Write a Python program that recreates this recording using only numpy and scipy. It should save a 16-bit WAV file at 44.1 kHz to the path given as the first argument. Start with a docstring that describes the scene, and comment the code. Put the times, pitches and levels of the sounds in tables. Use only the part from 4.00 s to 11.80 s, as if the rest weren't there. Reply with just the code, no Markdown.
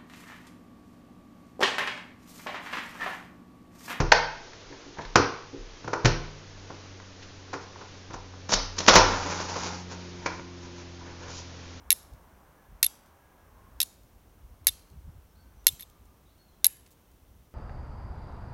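"""In a small hard room, a hand snaps a window latch, bumps the frame, then jerks the stuck sash free and slides it up.
A cat brushes in over the sill. Blows are gritty bursts plus ringing modes; rubbing is a stream of tiny random slips.
The room echoes the hard blows and the rubbing, and pushes make the pane hum low. A far propeller drone, made of sine
partials, sinks slowly in pitch and comes in more clearly. A hissy microphone clips the peaks and cuts the top treble."""
import sys
import numpy as np
from scipy import signal
from scipy.fft import rfft, irfft
from scipy.io import wavfile
from scipy.ndimage import uniform_filter1d

SR = 44100
rng = np.random.default_rng(int(sys.argv[2]) if len(sys.argv) > 2 else 0)


def output_pcm(signal):
    """Save a mono or channel-first signal as 16-bit PCM at the path in sys.argv[1].

    Samples are clipped to [-1, 1] before scaling.
    """
    pcm = np.clip(np.atleast_2d(signal).T, -1, 1) * 32767
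    wavfile.write(sys.argv[1], SR, np.round(pcm).astype(np.int16))


N = 343980
T = np.arange(N) / SR  # time in the scene, s
ONE_SECOND = np.arange(SR) / SR  # time within one ring or echo, s


def undb(db):
    """Turn decibels into a gain."""
    return 10 ** (np.asarray(db) / 20)


def unit(x):
    """Scale a sound to an rms of 1."""
    return x / np.sqrt(np.mean(x ** 2))


def level_curve(table):
    """Join (start_s, level_db) points by straight lines and return the gain over time."""
    start_s, level_db = np.transpose(table)
    return undb(np.interp(T, start_s, level_db))


def add(out, start_s, sound):
    """Mix a sound in at its start time."""
    start = max(int(start_s * SR), 0)
    out[start:start + len(sound)] += sound[:N - start]


def at_hz(points, hz):
    """Read (pitch_hz, value) points at any pitch, on a log-frequency axis."""
    knots, values = np.transpose(points)
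    return np.interp(np.log(hz), np.log(knots), values)


def colour(x, points):
    """Shape the spectrum by (pitch_hz, level_db) points, then scale to an rms of 1."""
    hz = np.maximum(np.fft.rfftfreq(len(x), 1 / SR), 1)
    return unit(irfft(rfft(x) * undb(at_hz(points, hz)), len(x)))


def walk(rate):
    """Smooth random drift with an rms of 1, taking a new direction rate times a second."""
    step = int(SR / rate)
    stairs = np.repeat(rng.standard_normal(N // step + 1), step)
    return unit(uniform_filter1d(stairs, step)[:N])


def dying(t60):
    """Exponential fade that drops by 60 dB in t60 seconds."""
    return np.exp(-np.log(1000) * ONE_SECOND / t60)


# Echoes of the room, band by band: (pitch_hz, t60_s to fade by 60 dB, level_db of the echo)
ROOM = [(80, 0.46, -3.5), (200, 0.43, -6.5), (450, 0.4, -0.5), (1000, 0.56, -2), (2000, 0.52, -4.5),
        (3600, 0.56, -4.5), (5700, 0.48, -3), (7170, 0.22, -13.5)]


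def room(x, gap_s=0.0024, fill_s=0.03, first_density=0.039):
    """A few early reflections thicken into a diffuse tail that dies at its own rate in each band."""
    density = first_density + (1 - first_density) * (1 - np.exp(-(ONE_SECOND / fill_s) ** 2))
    reflections = rng.standard_normal(SR) * (rng.random(SR) < density) / np.sqrt(density)
    echoes = rfft(reflections)
    log_hz = np.log(np.maximum(np.arange(len(echoes)), 1))  # one second long, so the bins are 1 Hz apart
    log_centres = np.log(np.array(ROOM)[:, 0])
    onset = 1 - np.exp(-(ONE_SECOND / gap_s) ** 2)
    response = np.zeros(SR)
    for share, (_, t60, level_db) in zip(np.eye(len(ROOM)), ROOM):
        fade = onset * dying(t60)
        band = irfft(echoes * np.interp(log_hz, log_centres, share), SR)
        response += undb(level_db) * band * fade / np.linalg.norm(fade)
    return signal.fftconvolve(x, response)[:N]


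def ring(hz, t60, rise_ms):
    """One mode builds up, then dies away; no two blows tune it quite alike."""
    turns = hz * (1 + 0.0032 * rng.standard_normal()) * ONE_SECOND + rng.random()
    build_up = 1 - np.exp(-ONE_SECOND * 1000 / rise_ms)
    return build_up * dying(t60) * np.sin(2 * np.pi * turns)


def body(modes, hz, width, lift_db):
    """A struck part radiates best around its modes; the gain has an rms of 1 from 300 to 2500 Hz."""
    ridges = np.ones(len(hz))
    for mode_hz, level_db, _ in modes:
        ridges += undb(level_db + lift_db) / (1 + ((hz / mode_hz - 1) / width) ** 2)
    middle = (hz > 300) & (hz < 2500)
    return ridges / np.sqrt(np.mean(ridges[middle] ** 2))


# How much of a blow's extra thud reaches each pitch: (pitch_hz, share from 0 to 1)
THUD_SHARE = [(130, 1), (430, 0.2644), (1000, 0)]
# How much of a blow's extra brightness reaches each pitch: (pitch_hz, share from 0 to 1)
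BRIGHT_SHARE = [(1000, 0), (1900, 0.49), (3400, 1), (5700, 0.72)]


def blows(table, modes, tone, ring_db, crack_db, grit, lift_db, width=0.058, even=0.66, top_db=-7):
    """Each blow is a brief gritty chatter of contact that echoes, and the ring of the part that was struck."""
    cracks, rings = np.zeros(N), np.zeros(N)
    size, grain = 4096, 32  # samples
    ms = ONE_SECOND[:size] * 1000
    f = np.maximum(np.fft.rfftfreq(size, 1 / SR), 1)
    slope_db = np.interp(f, [0, 90, 6000, 7300], [-20, 0, 2.5, top_db])
    radiated = body(modes, f, width, lift_db) * undb(crack_db + slope_db)
    for start_s, contact_ms, level_db, thud_db, bright_db in table:
        def gain(hz):
            """Strength of this blow at a pitch: weight lifts the bass, a hard contact the treble."""
            thud = thud_db * at_hz(THUD_SHARE, hz)
            bright = bright_db * at_hz(BRIGHT_SHARE, hz)
            return undb(level_db + at_hz(tone, hz) + thud + bright)

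        age = ms / contact_ms
        push = age * np.exp(-age)  # strongest at contact_ms
        grains = np.repeat(np.exp(grit * rng.standard_normal(size // grain)), grain)
        force = rfft(push * grains * rng.standard_normal(size))
        force /= np.abs(force) ** min(even, 1)  # hard contact spreads its energy more evenly
        force /= np.sqrt(np.mean(np.abs(force) ** 2))
        add(cracks, start_s, irfft(force * gain(f) * radiated)[:size // 2])
        for hz, mode_db, t60 in modes:
            add(rings, start_s, gain(hz) * undb(mode_db + ring_db) * ring(hz, t60, 2 * contact_ms))
    return cracks + room(cracks) + rings


# Tone of the microphone hiss and quiet room: (pitch_hz, level_db)
FLOOR_COLOUR = [(60, 0), (150, -1), (280, 3), (450, 3.5), (700, -2), (1000, -3), (1500, -4.5), (2400, -6),
                (3200, -6.5), (4400, -7), (5700, -6.5), (6600, -9), (7400, -22)]
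# Its level as the window opens: (start_s, level_db)
FLOOR_LEVEL = [(0, -49.5), (2.5, -49.5), (4.4, -50.5), (5.8, -47), (6.6, -49.5), (7.8, -48.5)]
# Tone of the low house rumble: (pitch_hz, level_db)
RUMBLE_COLOUR = [(15, 4), (32, 3.5), (55, -11), (100, 1.5), (200, -19.5), (400, -55)]


def floor(rumble_db=-58):
    """Nearly even microphone hiss lies over a faint, restless house rumble; both are shaped noise."""
    hiss = colour(rng.standard_normal(N), FLOOR_COLOUR)
    hiss *= level_curve(FLOOR_LEVEL) * undb(0.6 * walk(7.2))
    rumble = colour(rng.standard_normal(N), RUMBLE_COLOUR)
    rumble *= undb(rumble_db + 1.2 * walk(4.9))
    return hiss + rumble


# Overall level of the drone as it nears and the window opens: (start_s, level_db)
DRONE_LEVEL = [(0.5, -66), (1.6, -61), (2.6, -52), (3.8, -55), (4.4, -51.5), (6.5, -50), (7.7, -49)]
# Partials: (multiple of the blade rate, level_db, loudest_s, half_width_s of the swell, swell_db)
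DRONE_PARTIALS = [(1, 2.5, 5.18, 0.66, 7), (1.5, -18, 6.7, 3.4, 9), (2, -8, 5.9, 0.89, 11.5),
                  (3, -7, 6.55, 0.4, 5), (4, -18.5, 6.5, 1.13, 17)]
DRONE_HZ, DRONE_SAG_HZ_PER_S = 99.6, 1.78  # blade rate at the start, and how fast it sinks


def drone(waver_db=0.46, wobble=0.0023):
    """A far propeller: blade harmonics and a weaker shaft line, each swelling once through the air."""
    hz = (DRONE_HZ - DRONE_SAG_HZ_PER_S * T) * (1 + wobble * walk(4.84))
    phase = 2 * np.pi * np.cumsum(hz) / SR
    out = np.zeros(N)
    for multiple, level_db, loudest_s, half_width_s, swell_db in DRONE_PARTIALS:
        swell = swell_db * np.exp(-((T - loudest_s) / half_width_s) ** 2)
        tone = np.sin(multiple * phase + 2 * np.pi * rng.random())
        out += undb(level_db + swell + waver_db * walk(6)) * tone
    return np.sqrt(2) * level_curve(DRONE_LEVEL) * out


# Pushes that flex the window pane: (start_s, level_db)
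PANE_PUSHES = [(0.0, -20), (0.65, -48), (1.05, -34), (1.58, -34), (2.04, -20.5), (2.53, -45), (4.14, -40),
               (4.536, -25.5), (4.9, -24.5), (4.96, -23.5)]
PANE_HZ = 33.2


def pane(t60=0.67, rise_s=0.012):
    """The glass flexes like a slow drumhead when pushed: a low sine that rises fast and dies away."""
    out = np.zeros(N)
    build_up = 1 - np.exp(-ONE_SECOND / rise_s)
    flex = build_up * dying(t60) * np.sin(2 * np.pi * PANE_HZ * ONE_SECOND)
    for start_s, level_db in PANE_PUSHES:
        add(out, start_s, undb(level_db) * flex)
    return out


# Knocks on the frame: (start_s, contact_ms, level_db, extra thud_db, extra brightness_db)
FRAME_KNOCKS = [(0.001, 4.1, -29.5, 15.5, 4), (1.156, 2.64, -16, 0, 4.5), (1.196, 2.4, -36.5, 9, -9),
                (1.844, 2.5, -48, 14, -1), (1.876, 2.7, -37, 3, -5.5), (1.931, 3.2, -26.5, -8, -6),
                (2.047, 1.96, -34.5, 20, 12), (2.054, 3.05, -27, 15.5, 15.5), (2.7, 4.2, -44, 3, -13),
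                (3.0, 1.2, -54.5, -6, 1), (3.222, 6.2, -63, -2, 27), (3.53, 6.2, -35, -8, 0.5),
                (3.758, 1.8, -48, -14, -26), (3.811, 4.4, -46.5, -5, -5), (4.102, 6.2, -47, 8.5, -3),
                (4.139, 2.7, -40, -2.5, -11), (4.335, 3.5, -53.5, -1, -8)]
# What the frame rings with: (pitch_hz, level_db, t60_s)
FRAME_MODES = [(118, -3.5, .3), (150.8, -11.5, 0.99), (278, -8.5, 0.41), (337.7, 6, 0.42),
               (408.4, 7.5, 0.49), (462, 1, 0.47), (496, 5.5, 0.42), (768, 0.5, 0.3), (1002, 2, 0.29),
               (1110, -5, 0.24), (1440, -16.5, .3), (1437, 3, 0.26), (2410, -5, .3)]
# Usual tone of a blow on the frame: (pitch_hz, level_db)
FRAME_TONE = [(130, 1), (430, -5), (1000, 0), (1900, -7), (3400, -20), (5700, -15.5)]


def frame_knocks():
    """Knocks set the window frame cracking and ringing in its own modes."""
    return blows(FRAME_KNOCKS, FRAME_MODES, FRAME_TONE, ring_db=-9.5, crack_db=45.0, grit=0.24, lift_db=-5.5)


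# Snaps and ticks of the latch: (start_s, contact_ms, level_db, extra thud_db, extra brightness_db)
LATCH_CLICKS = [(0.118, 2.2, -17.5, -10, 3), (0.1217, 1.26, -14.5, -14, -9), (0.531, 2.5, -56, -1, 2),
                (0.725, 3.8, -50.5, 6, -9), (0.972, 1.8, -49, -8, -18), (0.984, 5, -36, 7, -16),
                (1.008, 8, -51, 7, 6.5), (1.05, 2.6, -55, 15, 12)]
# What the latch rings with: (pitch_hz, level_db, t60_s)
LATCH_MODES = [(150, -2, 0.89), (473, 4, 0.53), (678, -2, 0.79), (880, -2, 0.7), (900, 0.5, 0.82),
               (950, -2, 0.43), (1015, -2.5, 0.35), (1540, 3.5, 0.4), (1736, -2, .4), (1800, 7, 0.37),
               (2187, 2.5, 0.4), (4340, -5, .3)]
# Usual tone of a blow on the latch: (pitch_hz, level_db)
LATCH_TONE = [(130, 0), (430, -0.5), (1000, 1.5), (1900, -2), (3400, -6), (5700, -8.5)]


def latch_clicks():
    """The latch snaps and ticks as its parts strike each other and ring."""
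    return blows(LATCH_CLICKS, LATCH_MODES, LATCH_TONE, ring_db=-19.0, crack_db=42.5, grit=0.26, lift_db=-0.5)


# Soft finger bumps on the frame: (start_s, level_db, contact_ms)
FINGER_BUMPS = [(0.701, -43, 3.9), (0.853, -45, 8.9), (1.19, -27, 3.2), (1.53, -37, 4.3), (1.587, -48, 6),
                (3.533, -39.5, 5.8)]
# What the frame under a fingertip rings with: (pitch_hz, level_db, t60_s)
SOFT_MODES = [(131.5, -7, 0.3), (281, 2.5, 0.28), (346.3, -3, 0.28), (390, -2.5, 0.44), (460, -6.5, 0.5),
              (513, -6.5, 0.28), (830, -11, 0.14)]


def fingers():
    """Flesh is too soft to click: it only sets the low modes of the frame ringing."""
    out = np.zeros(N)
    for start_s, level_db, contact_ms in FINGER_BUMPS:
        for hz, mode_db, t60 in SOFT_MODES:
            add(out, start_s, undb(level_db + mode_db) * ring(hz, t60, contact_ms))
    return out


# Tone of the wooden rub: (pitch_hz, level_db)
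RUB_COLOUR = [(60, -8.5), (150, 0.5), (300, 0), (500, -0.5), (680, -4.5), (960, 4.5), (1150, -3.5),
              (1450, -0.5), (2000, -9), (2430, -7.5), (3200, -21), (5000, -39)]
# Tone of the fine hiss that rides on it: (pitch_hz, level_db)
HISS_COLOUR = [(1200, -33.5), (2500, -10), (4000, -4), (5000, -1.5), (5800, 1.5), (6600, 0), (7400, -8.5)]


def rubbing(rub, hiss, slips_per_s, scatter_db, judder_db, swell_db):
    """Tiny slips of uneven size shake the wood, which catches and frees; fibres hiss along more evenly."""
    happens = rng.random(N) < slips_per_s / SR
    slips = happens * rng.standard_normal(N) * undb(scatter_db * rng.standard_normal(N))
    wood = unit(colour(slips, RUB_COLOUR) * undb(swell_db * walk(25)))
    fibres = colour(unit(slips) + rng.standard_normal(N), HISS_COLOUR)
    return undb(judder_db * walk(70)) * (rub * wood + hiss * fibres)


def stroke(start_s, length_s, attack_s, release_s):
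    """Envelope of one movement: it sets in, holds and lets go."""
    sets_in = np.clip((T - start_s) / attack_s, 0, 1)
    lets_go = np.clip(1 - (T - start_s - length_s) / release_s, 0, 1)
    return sets_in * lets_go


# Short shoves that grind the stuck sash along its track:
# (start_s, length_s, level_db of the wood rub, level_db of the weatherstrip hiss)
SHOVES = [(3.6, 0.035, -64, -53), (4.128, 0.018, -50, -46), (4.488, 0.03, -36, -33),
          (4.514, 0.024, -28, -21.5), (4.531, 0.0083, -26.5, -12), (4.763, 0.032, -38.5, -44),
          (4.78, 0.0054, -36, -19.5), (4.8, 0.12, -47, -44), (4.872, 0.014, -23, -19),
          (4.9, 0.047, -23.5, -29), (4.932, 0.049, -20, -21), (4.98, 0.18, -32, -39)]
SHOVE_ATTACK_S, SHOVE_RELEASE_S = 0.0072, 0.011
# The long slide once it is free: the wood rubs less and less, the weatherstrip hisses on
SLIDE_START_S, SLIDE_LENGTH_S, SLIDE_ATTACK_S, SLIDE_RELEASE_S = 4.933, 0.73, 0.08, 0.19
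SLIDE_RUB_DB, SLIDE_EASE_DB_PER_S, SLIDE_HISS_DB = -37, -4, -40


def sash_slide():
    """The sash grinds forward in short shoves and runs up its track in one long, easing stroke."""
    run = stroke(SLIDE_START_S, SLIDE_LENGTH_S, SLIDE_ATTACK_S, SLIDE_RELEASE_S)
    rub = run * undb(SLIDE_RUB_DB + SLIDE_EASE_DB_PER_S * (T - SLIDE_START_S))
    hiss = run * undb(SLIDE_HISS_DB)
    for start_s, length_s, rub_db, hiss_db in SHOVES:
        shove = stroke(start_s, length_s, SHOVE_ATTACK_S, SHOVE_RELEASE_S)
        rub = np.maximum(rub, shove * undb(rub_db))  # the stronger movement wins
        hiss = np.maximum(hiss, shove * undb(hiss_db))
    return rubbing(rub, hiss, slips_per_s=1800, scatter_db=0.0, judder_db=1.97, swell_db=2.2)


# Jolts of the sash in its track: (start_s, contact_ms, level_db, extra thud_db, extra brightness_db)
SASH_JOLTS = [(4.493, 2, -40, 9, -4), (4.522, 3, -27, -1, -10.5), (4.538, 0.59, -32.5, 6.5, 7),
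              (4.784, 0.84, -37.5, 0, -3), (4.803, 3, -38, 4, 3), (4.864, 0.72, -39.5, -13, 8),
              (4.88, 5.9, -12.5, -4, 1), (4.939, 2.5, -29.5, 7, 6), (4.953, 6.4, -12, -3.5, -1.5),
              (4.993, 11, -31.5, -4, -11), (5.398, 3.5, -37, 1, -7), (5.558, 4.3, -33.5, -3, -18)]
# What the sash rings with: (pitch_hz, level_db, t60_s)
SASH_MODES = [(92.2, 8, 0.54), (196.4, 9.5, 0.22), (409, -8, 0.31), (513, 10, 0.29), (620, -4, 0.2),
              (810, -5, 0.61), (905, -3, 0.39), (1008, -3, 0.28), (1106, 1, 0.3), (1150, -0.5, 0.51),
              (1380, -1.5, 1), (1450, 0, 0.4), (1720, -5, 0.3), (1830, 0.5, 0.55), (2440, -9, 0.97),
              (5680, 0, .3)]
# Usual tone of a blow on the sash: (pitch_hz, level_db)
SASH_TONE = [(130, 0), (430, 3), (1000, 2), (1900, -3), (3400, -4.5), (5700, -5.5)]


def sash_jolts():
    """The sash jolts in its track, with a gritty crack and the ring of its modes."""
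    return blows(SASH_JOLTS, SASH_MODES, SASH_TONE, ring_db=-18.0, crack_db=40.0, grit=0.37, lift_db=-8.5)


# Fur brushing the sill and the jamb: (start_s, length_s, level_db of the rub, level_db of the hiss)
FUR_BRUSHES = [(5.879, 0.089, -40, -46), (6.082, 0.42, -50, -54), (6.57, 0.15, -55, -57),
               (6.73, 0.13, -58, -53.5), (6.97, 0.22, -51, -66), (7.15, 0.23, -49.5, -55),
               (7.259, 0.2, -51.5, -42)]


def fur():
    """Each brush of the cat's coat swells and fades in one smooth arch of many tiny slips."""
    rub, hiss = np.zeros(N), np.zeros(N)
    for start_s, length_s, rub_db, hiss_db in FUR_BRUSHES:
        arch = np.sin(np.pi * np.clip((T - start_s) / length_s, 0, 1)) ** 2
        rub += arch * undb(rub_db)
        hiss += arch * undb(hiss_db)
    return rubbing(rub, hiss, slips_per_s=7200, scatter_db=3.5, judder_db=2.2, swell_db=3.0)


# Paws on the sill: (start_s, contact_ms, level_db, extra thud_db, extra brightness_db)
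PAW_TAPS = [(6.259, 3, -29, -4, 0.5), (6.395, 1.8, -52.5, 24, 2), (7.005, 7.1, -49.5, -8, -21)]
# What the sill under a paw rings with: (pitch_hz, level_db, t60_s)
SILL_MODES = [(325, 1, 0.46), (547, -10, .2), (992, 2, 0.36), (1435, -5, 0.26), (2340, -5.5, .25),
              (2300, -2, 0.32)]
# Usual tone of a blow on the sill: (pitch_hz, level_db)
SILL_TONE = [(130, 3), (430, 1), (1000, -1), (1900, -4.5), (3400, -14.5), (5700, -7.5)]


def paw_taps():
    """The cat's paws tap the sill and set its modes ringing."""
    return blows(PAW_TAPS, SILL_MODES, SILL_TONE, ring_db=-11, crack_db=44.0, grit=0.18, lift_db=10.0)


def scene():
    """Window and cat sound in front; the drone and the hiss lie underneath."""
    hits = frame_knocks() + latch_clicks() + sash_jolts() + paw_taps()
    rubs = sash_slide() + fur()
    background = floor() + drone()
    mix = background + pane() + hits + fingers() + rubs + room(rubs)
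    return mix[None]


TOP_HZ = 7250


def record(dry):
    """The microphone path clips the highest peaks, then a steep low-pass cuts what lies above TOP_HZ."""
    low_pass = signal.ellip(10, 0.2, 70, TOP_HZ, fs=SR, output="sos")
    return signal.sosfilt(low_pass, np.clip(dry, -0.92, 0.92))


dry = scene()
out = record(dry)
output_pcm(out)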